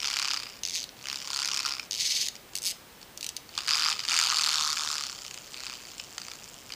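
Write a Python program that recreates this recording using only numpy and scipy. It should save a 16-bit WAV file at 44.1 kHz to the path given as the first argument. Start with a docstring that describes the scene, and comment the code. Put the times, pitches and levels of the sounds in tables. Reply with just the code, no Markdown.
"""First heard is the rattle of a plush wind-up toy already running back, close to a small camera.
Driven impact: an off-centre weight strikes the plastic case four times a turn and a small gear ticks.
A dog on a carpet pulls the string, clicking a pawl over ratchet teeth; some louder knocks stand out.
Every blow excites decaying resonant modes. A short room tail follows, over the camera's hiss and whine."""
import sys
import numpy as np
from scipy import signal
from scipy.fft import rfft, irfft
from scipy.io import wavfile
from scipy.ndimage import uniform_filter1d

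SR = 44100
rng = np.random.default_rng(int(sys.argv[2]) if len(sys.argv) > 2 else 0)


def transcribe(signal):
    """Save signal, clipped to [-1, 1], as a 16-bit WAV file at the path in sys.argv[1]."""
    frames = np.atleast_2d(signal).T
    limited = np.clip(frames, -1, 1)
    pcm = np.round(limited * 32767).astype(np.int16)
    wavfile.write(sys.argv[1], SR, pcm)


def volts_from_decibels(level):
    """Turn decibel levels (scalar or array-like) into linear amplitude factors."""
    exponent = np.asarray(level, float) / 20
    return 10 ** exponent


N = 297675  # length in samples

# rotation of the weight, one table a run: (t/s, turns made, lead of the first slap before its knock/turns)
ROTATION = [
    [(-0.0256, 0, .15), (0.0584, 3, .2), (0.232, 9, .24), (0.4075, 15, .25), (0.6057, 21, .2)],
    [(0.968, 0, .22), (1.2311, 9, .29), (1.4905, 18, .16), (1.7513, 27, .21), (1.8771, 31, .27)],
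    [(3.5085, 0, .22), (3.5821, 3, .17), (3.6687, 6, .2), (3.9053, 15, .2), (3.9824, 18, .13),
     (4.1211, 24, .18), (4.3367, 33, .15), (4.5696, 42, .22), (4.9677, 57, .29), (5.0515, 60, .3),
     (5.3259, 69, .27), (5.5275, 75, .24), (5.7128, 81, .27), (6.0078, 90, .22), (6.1004, 93, .17),
     (6.2997, 99, .22), (6.513, 105, .17), (6.7379, 111, .25)],
]
# strength of the blows, one table a run:
# (t/s, basic knock level/dB, second knock over first level/dB, slaps over knocks level/dB)
BLOW_STRENGTH = [
    [(-.03, -30, -10, -5), (.06, -18.5, 1, 2.5), (.15, -20.5, 2.5, 6.5), (.33, -18.5, 10, 2),
     (.41, -30.5, 5.5, 6.5), (.61, -45.5, 0, 3)],
    [(.97, -54.5, 4, 12), (1.06, -25, -3, -14), (1.14, -19, 1.5, -9), (1.23, -27.5, 5.5, 0),
     (1.4, -17.5, 1, -2.5), (1.5, -22.5, 2, 7), (1.68, -16.5, -3.5, 2), (1.75, -22.5, -1, -5),
     (1.88, -43, 10, -3)],
    [(3.51, -44, 0, 4), (3.58, -27.5, 2, 14), (3.67, -21, 3, 0.5), (3.91, -21, 2, 3.5), (3.98, -25, 8, 5),
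     (4.05, -23, 6, -1), (4.12, -19, 4, 2.5), (4.19, -23.5, 6, 10.5), (4.3, -20, 4, 0),
     (4.42, -23, -9, 5.5), (4.6, -15.5, 3, -4), (4.75, -15.5, -4.5, -4.5), (4.97, -18, 4, -7),
     (5.15, -37, 17, -1), (5.35, -38.5, 17, -4), (5.42, -38, 10, 2), (5.55, -35, 9, -2.5),
     (5.73, -32, 9, -2), (5.9, -41, 0, 12), (6.2, -34, 3.5, -15), (6.4, -37, 1, -4), (6.75, -48, -14, 1)],
]
# the four blows of a turn: (basic spread of the bounces/s, low-group level/dB)
BLOWS_OF_A_TURN = [(.004, -1.5), (.0016, -6), (.002, -1.5), (.0014, -0.5)]
# how freely the held case sounds: (t/s, low-group level/dB, shell level/dB, upper-group level/dB)
GRIP_ON_CASE = [(0, -11, -1, -7.5), (.35, -7, -3, -7.5), (.5, -9, 2.5, -12), (1.05, -8, -2, -6),
                (1.2, -12.5, -4, -13), (1.35, -5.5, -1.5, -1.5), (1.6, -9.5, -3.5, -9),
                (1.8, -9.5, -4.5, -15), (3.55, -2.5, 4.5, 1.5), (3.9, -1.5, 0.5, -5), (4.1, -5.5, 2, -3.5),
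                (4.4, -1.5, -1.5, 0), (4.75, -4.5, -14, -5.5), (5.1, -6.5, -2, -3), (6, -4, 3.5, 0),
                (6.75, -11, -3, -6)]
# the paws press and soften the blows: (start t/s, end t/s, added level/dB)
PAW_PRESSES = [(3.5, 3.575, -14.5), (3.573, 3.674, -14.5), (3.931, 4.078, -11.5), (1.613, 1.636, -8),
               (4.74, 4.765, -9.5), (5.383, 5.515, -8.5), (5.761, 6.177, -8), (6.36, 6.68, -4)]
# by run: (lead of the second slap before its knock/turns, second slap over first level/dB,
# factor on the spread of the bounces)
RUN_TRAITS = [(.18, -11.5, 1.1), (0.201, -10.5, 1.1), (.24, -1, .75)]


def weight(rotation, strength, second_lead, second_db, bounce_factor):
    """Periodic impact: two knocks half a turn apart, each led by a slap as the slack is taken up."""
    s, turns, lead = np.transpose(rotation)
    n = np.arange(turns[-1])
    second = second_lead + .012 * rng.standard_normal(len(n))
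    # order of blows: first slap, first knock, second slap, second knock
    place = np.stack([n - np.interp(n, turns, lead), n, n + .5 - second, n + .5], axis=1)
    place = place + .007 * rng.standard_normal(place.shape)
    at = np.interp(place.ravel(), turns, s)
    which = np.arange(len(at)) % len(BLOWS_OF_A_TURN)

    knock_db, lean_db, slap_db = column(strength, at)
    blow_db = np.choose(which, [slap_db, -lean_db / 2, slap_db + second_db, lean_db / 2])
    db = knock_db + blow_db + 0.88 * rng.standard_normal(len(at))
    for start, end, held_db in PAW_PRESSES:
        db = db + held_db * (start < at) * (at < end)

    spread, blow_low_db = np.transpose(BLOWS_OF_A_TURN)[:, which]
    grip_low_db, shell_db, upper_db = column(GRIP_ON_CASE, at)
    # the striking spot of each blow creeps over a few turns
    spot = rng.standard_normal((len(n), len(BLOWS_OF_A_TURN) * len(CASE_MODES)))
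    spot = uniform_filter1d(spot, size=6, axis=0)
    spot = spot.reshape(len(at), -1) / spot.std()
    return case(at, db, bounce_factor * spread, grip_low_db + blow_low_db, shell_db, upper_db, spot)


# strength of the gear: (t/s, basic tick level/dB)
GEAR_STRENGTH = [(0, -41), (.5, -46), (.62, -54), (.95, -53), (1.2, -43), (1.85, -47.5), (3.5, -49),
                 (4, -40), (5, -37.5), (5.5, -41.5), (6.75, -41.5)]
# modes of a gear tooth: (f/Hz, bandwidth f/Hz, relative level/dB)
TOOTH_MODES = [(3130, 560, -4.5), (4240, 920, -15), (5400, 520, -3.5), (6270, 550, -4), (7170, 530, -0.5),
               (8100, 390, -15)]


def gear(rotation, teeth_per_turn=5):
    """Tooth-mesh excitation: small ticks locked to the turning, each of random strength."""
    s, turns, _ = np.transpose(rotation)
    n = np.arange(rotation[-1][1] * teeth_per_turn)
    place = n / teeth_per_turn + 0.018 * rng.standard_normal(len(n))
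    at = np.interp(place, turns, s)
    db = column(GEAR_STRENGTH, at)[0] + 4.14 * rng.standard_normal(len(n))
    return volts_from_decibels(1.5) * ring(at, db, .0006, TOOTH_MODES, 2400, count=3)


# pulls of the string, one table a pull: (t/s, ratchet teeth passed)
STRING_PULLS = [
    [(0.6342, 0), (0.6516, 1), (0.7184, 7), (0.733, 9), (0.767, 15), (0.7943, 19), (0.8186, 22),
     (0.8403, 24)],
    [(1.9098, 0), (1.9209, 1), (1.9491, 4), (1.9735, 7), (1.9955, 11), (2.0262, 18), (2.1426, 45),
     (2.2228, 64), (2.2513, 70), (2.2635, 72), (2.2708, 73), (2.2846, 74)],
    [(2.5533, 0), (2.5852, 3), (2.6194, 4), (2.6473, 7), (2.6644, 10), (2.6941, 16), (2.7164, 20)],
    [(3.1747, 0), (3.2092, 1), (3.2286, 2), (3.2439, 3), (3.2645, 4), (3.2901, 5), (3.3657, 6)],
]
# by pull: (basic click level/dB, added first-click level/dB, added last-click level/dB,
# tooth where the wheel runs highest, added level above 7.5 kHz/dB)
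PULL_TRAITS = [(-23.5, 2, -2, 1.9, -8), (-23.5, 2, 2.5, 2.4, -5.5), (-23.5, 1.5, -7.5, 10.4, 4.5),
               (-22.5, 1, -1, 5.7, 1.5)]
# modes of the ratchet: (f/Hz, bandwidth f/Hz, relative level/dB)
PAWL_MODES = [(2190, 390, -11.5), (3010, 600, -6), (3800, 680, -0.5), (4500, 330, -1), (5110, 470, 0.5),
              (6100, 380, -4.5), (6510, 600, -1), (8100, 520, -6.5), (10270, 610, -10), (12500, 960, -11),
              (14600, 1200, -13)]


def ratchet(pull, level_db, first_db, last_db, high_tooth, treble_db):
    """Pawl-and-wheel impact: one click a tooth, and a softer rebound a moment later."""
    speed_db = 4  # per doubling of speed above 100 teeth a second
    wheel_teeth, runout_db, uneven_db = 12, 3, 0.5  # out-of-round wheel; chance of each tooth
    s, teeth = np.transpose(pull)
    n = np.arange(round(teeth[-1]) + 1)
    at = np.interp(n, teeth, s)
    interval = np.gradient(at)  # s per tooth

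    db = level_db + speed_db * np.log2(np.maximum(.01 / interval, 1))
    db = db + first_db * (n == 0) + last_db * (n == n[-1])
    db = db + runout_db * np.cos(2 * np.pi * (n - high_tooth) / wheel_teeth)
    db = db + uneven_db * rng.standard_normal(len(n))
    rebound = at + .0062 + .0005 * rng.standard_normal(len(n))
    # rebounds are weaker still when the teeth pass quickly
    rebound_db = db - 12.5 - 8 * (interval < .013) + 2 * rng.standard_normal(len(n))

    hz = np.transpose(PAWL_MODES)[0]
    bright_db = treble_db * (hz > 7500)
    # a slowly lifted pawl snaps home fully and rings its upper modes more
    slow = np.tile(np.clip(interval / .012, 0, 1), 2)[:, None, None]
    snap_db = slow * (2 + 3 * (hz > 5500))
    times, levels = np.r_[at, rebound], np.r_[db, rebound_db]
    return volts_from_decibels(-4) * ring(times, levels, .0026, PAWL_MODES, 2030, bright_db + snap_db, fall_db=6.5)


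# louder single knocks: jolts, starts, stalls, and late in the last run some of the weight's own
# half-turn hits: (t/s, basic level/dB, low-group level/dB, upper-group level/dB)
LOUDER_KNOCKS = [(0.8912, -33, -22, -12), (1.7964, -21, -18, -17), (2.354, -35.5, -24, 0),
                 (2.364, -33.5, -22, -6), (2.5347, -38, -23, 2), (2.72, -32, -23, -13),
                 (3.0146, -39, -14, -2), (3.028, -39, -15, 0.5), (3.3012, -33.5, -14, -11),
                 (3.377, -33, -17, -13), (3.491, -39, -14, 0), (3.551, -36, -6, -12), (3.5772, -22.5, 1, 1),
                 (3.587, -19.5, -6, -4.5), (3.9928, -19.5, -13, -6), (4.0024, -19, -26, -16),
                 (4.0371, -18.5, -30, -17), (4.051, -18, -29, -5), (4.771, -22.5, -1.5, -5),
                 (5.998, -23, -5, -21), (6.181, -23.5, -13, 0), (6.283, -27, -8.5, -12),
                 (6.315, -28, -8, -11.5), (6.7032, -28, -14, -14), (6.7215, -23.5, -18, -10),
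                 (6.7366, -27, -18, -4)]


def louder_knocks():
    """Transient impact: louder knocks set one by one, each at a striking spot of its own."""
    s, db, low_db, upper_db = np.transpose(LOUDER_KNOCKS)
    spot = rng.standard_normal((len(s), len(CASE_MODES)))
    return case(s, db, 0.0027, low_db, 0 * s, upper_db, spot)


# modes of the case: (f/Hz, bandwidth f/Hz, relative level/dB, level group by its whole part:
# 0 low thump and the 3.6 kHz ring, 1 shell, 2 the 5.3 kHz ring, 3 the 4.4 kHz and upper rings)
CASE_MODES = [(870, 200, -19, 0), (1098, 120, -10.5, 0), (1240, 95, -9, 0), (1372, 128, -6, 0),
              (1610, 143, -13.5, 0), (2494, 450, -2, 1), (3020, 416, -2.5, 1), (3610, 267, -0.5, 0.5),
              (4440, 390, 4, 3), (4850, 296, 1, 1.5), (5340, 590, 1.5, 2.5), (6560, 680, 3, 3),
              (7420, 540, -2.5, 3), (8700, 290, -13.5, 3), (9240, 330, -21, 3), (11500, 2500, -26, 3)]


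def case(s, db, spread, low_db, shell_db, upper_db, spot):
    """Modal participation: group levels and the striking spot decide how far each case mode sounds."""
    spot_db = 3  # weight of the striking spot
    groups = np.stack([low_db, shell_db, 0 * low_db, upper_db], axis=1)
    group_of_mode = [int(mode[-1]) for mode in CASE_MODES]
    mode_db = groups[:, group_of_mode] + spot_db * spot
    return volts_from_decibels(-2.5) * ring(s, db, spread, CASE_MODES, 827, mode_db[:, None])


def ring(s, db, spread, modes, low_hz, mode_db=0, fall_db=9, chance_db=2.5, count=9):
    """Modal synthesis: a flurry of bounces excites damped resonators, each by a random amount."""
    late = rng.random((len(s), count)) * (np.arange(count) > 0)  # the first bounce is on time
    size = rng.standard_normal((len(s), count, len(modes)))
    times = s[:, None] + late * np.reshape(spread, (-1, 1))
    at = np.clip(np.round(times * SR).astype(int), 0, N - 1)

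    share = np.sign(size) * volts_from_decibels(chance_db * abs(size) - fall_db * late[:, :, None])
    # the bounces divide the blow's energy
    share /= np.sqrt((share ** 2).sum(axis=1).mean(axis=1))[:, None, None]
    audible_db = np.where(s > 0, db, -200)  # blows before the start are muted
    gain = share * volts_from_decibels(audible_db[:, None, None] + mode_db)

    first, last = at.min(), min(at.max() + SR // 20, N)
    out = np.zeros(last - first)
    for k, (hz, width, level_db, *_) in enumerate(modes):
        decay, turn = np.exp(-np.pi * width / SR), 2 * np.pi * hz / SR
        blows = np.bincount(at.ravel() - first, gain[:, :, k].ravel(), len(out))
        resonator = [1, -2 * decay * np.cos(turn), decay * decay]
        out += volts_from_decibels(level_db) * signal.lfilter([0, np.sin(turn)], resonator, blows)
    # so small a thing radiates nothing below its lowest mode
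    high_pass = signal.butter(6, low_hz, "high", fs=SR, output="sos")
    out = signal.sosfilt(high_pass, out)
    return np.pad(out, (first, N - last))


def column(rows, s):
    """Linear interpolation: reads every column of a curve at the times s."""
    at, *columns = np.transpose(rows)
    return np.array([np.interp(s, at, c) for c in columns])


def room(x, t60=0.29):
    """Diffuse reverberation: dense, exponentially dying noise after 3 ms, in a small carpeted room."""
    t = np.arange(SR // 2) / SR
    tail = rng.standard_normal(len(t)) * volts_from_decibels(-60 * t / t60) * (t > .003)
    tail = signal.lfilter([1], [1, -.45], tail)  # carpet and cloth swallow the treble
    return signal.fftconvolve(x, tail / np.linalg.norm(tail))[:N]


# spectrum of the hiss: (f/Hz, relative level per Hz/dB)
HISS_SPECTRUM = [(15, -22), (30, -2), (100, 0.5), (300, -0.5), (700, -3), (1500, -6), (3000, -7.5),
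                 (6000, -11.5), (9000, -15), (11500, -17.5), (13000, -20), (14300, -11), (15200, -10.5),
                 (16000, -11)]
# whine of the camera electronics: (f/Hz, rms level/dB)
CAMERA_WHINE = (15150, -71)


def hiss():
    """Stationary noise: spectrally shaped microphone and room hiss with one thin high tone."""
    hz = np.fft.rfftfreq(N, 1 / SR)
    f, db = np.transpose(HISS_SPECTRUM)
    shape_db = np.interp(np.log(hz + 1), np.log(f + 1), db)
    noise = irfft(rfft(rng.standard_normal(N)) * volts_from_decibels(shape_db), N)
    whine_hz, whine_db = CAMERA_WHINE
    whine = np.sqrt(2) * volts_from_decibels(whine_db) * np.sin(2 * np.pi * whine_hz * np.arange(N) / SR)
    return volts_from_decibels(-50.5) * noise / noise.std() + whine


def scene():
    """Superposition: the toy's direct sound, its room tail and the steady background add."""
    spin = sum(map(weight, ROTATION, BLOW_STRENGTH, *np.transpose(RUN_TRAITS)))
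    spin = spin + sum(map(gear, ROTATION))
    pulls = sum(map(ratchet, STRING_PULLS, *np.transpose(PULL_TRAITS)))
    toy = louder_knocks() + pulls + spin
    return (toy + volts_from_decibels(-14) * room(toy) + hiss())[None]


def top_cut(x):
    """Nothing passes above the cut-off."""
    return signal.sosfilt(signal.butter(12, 16510, fs=SR, output="sos"), x)


def record(dry):
    """Band limitation: a linear-phase low-pass filter removes the extreme treble."""
    low_pass = signal.firwin(255, 15400, window=("kaiser", 7), fs=SR)
    mix = signal.oaconvolve(dry, low_pass[None], "same")
    return top_cut(mix)


dry = scene()
out = record(dry)
transcribe(out)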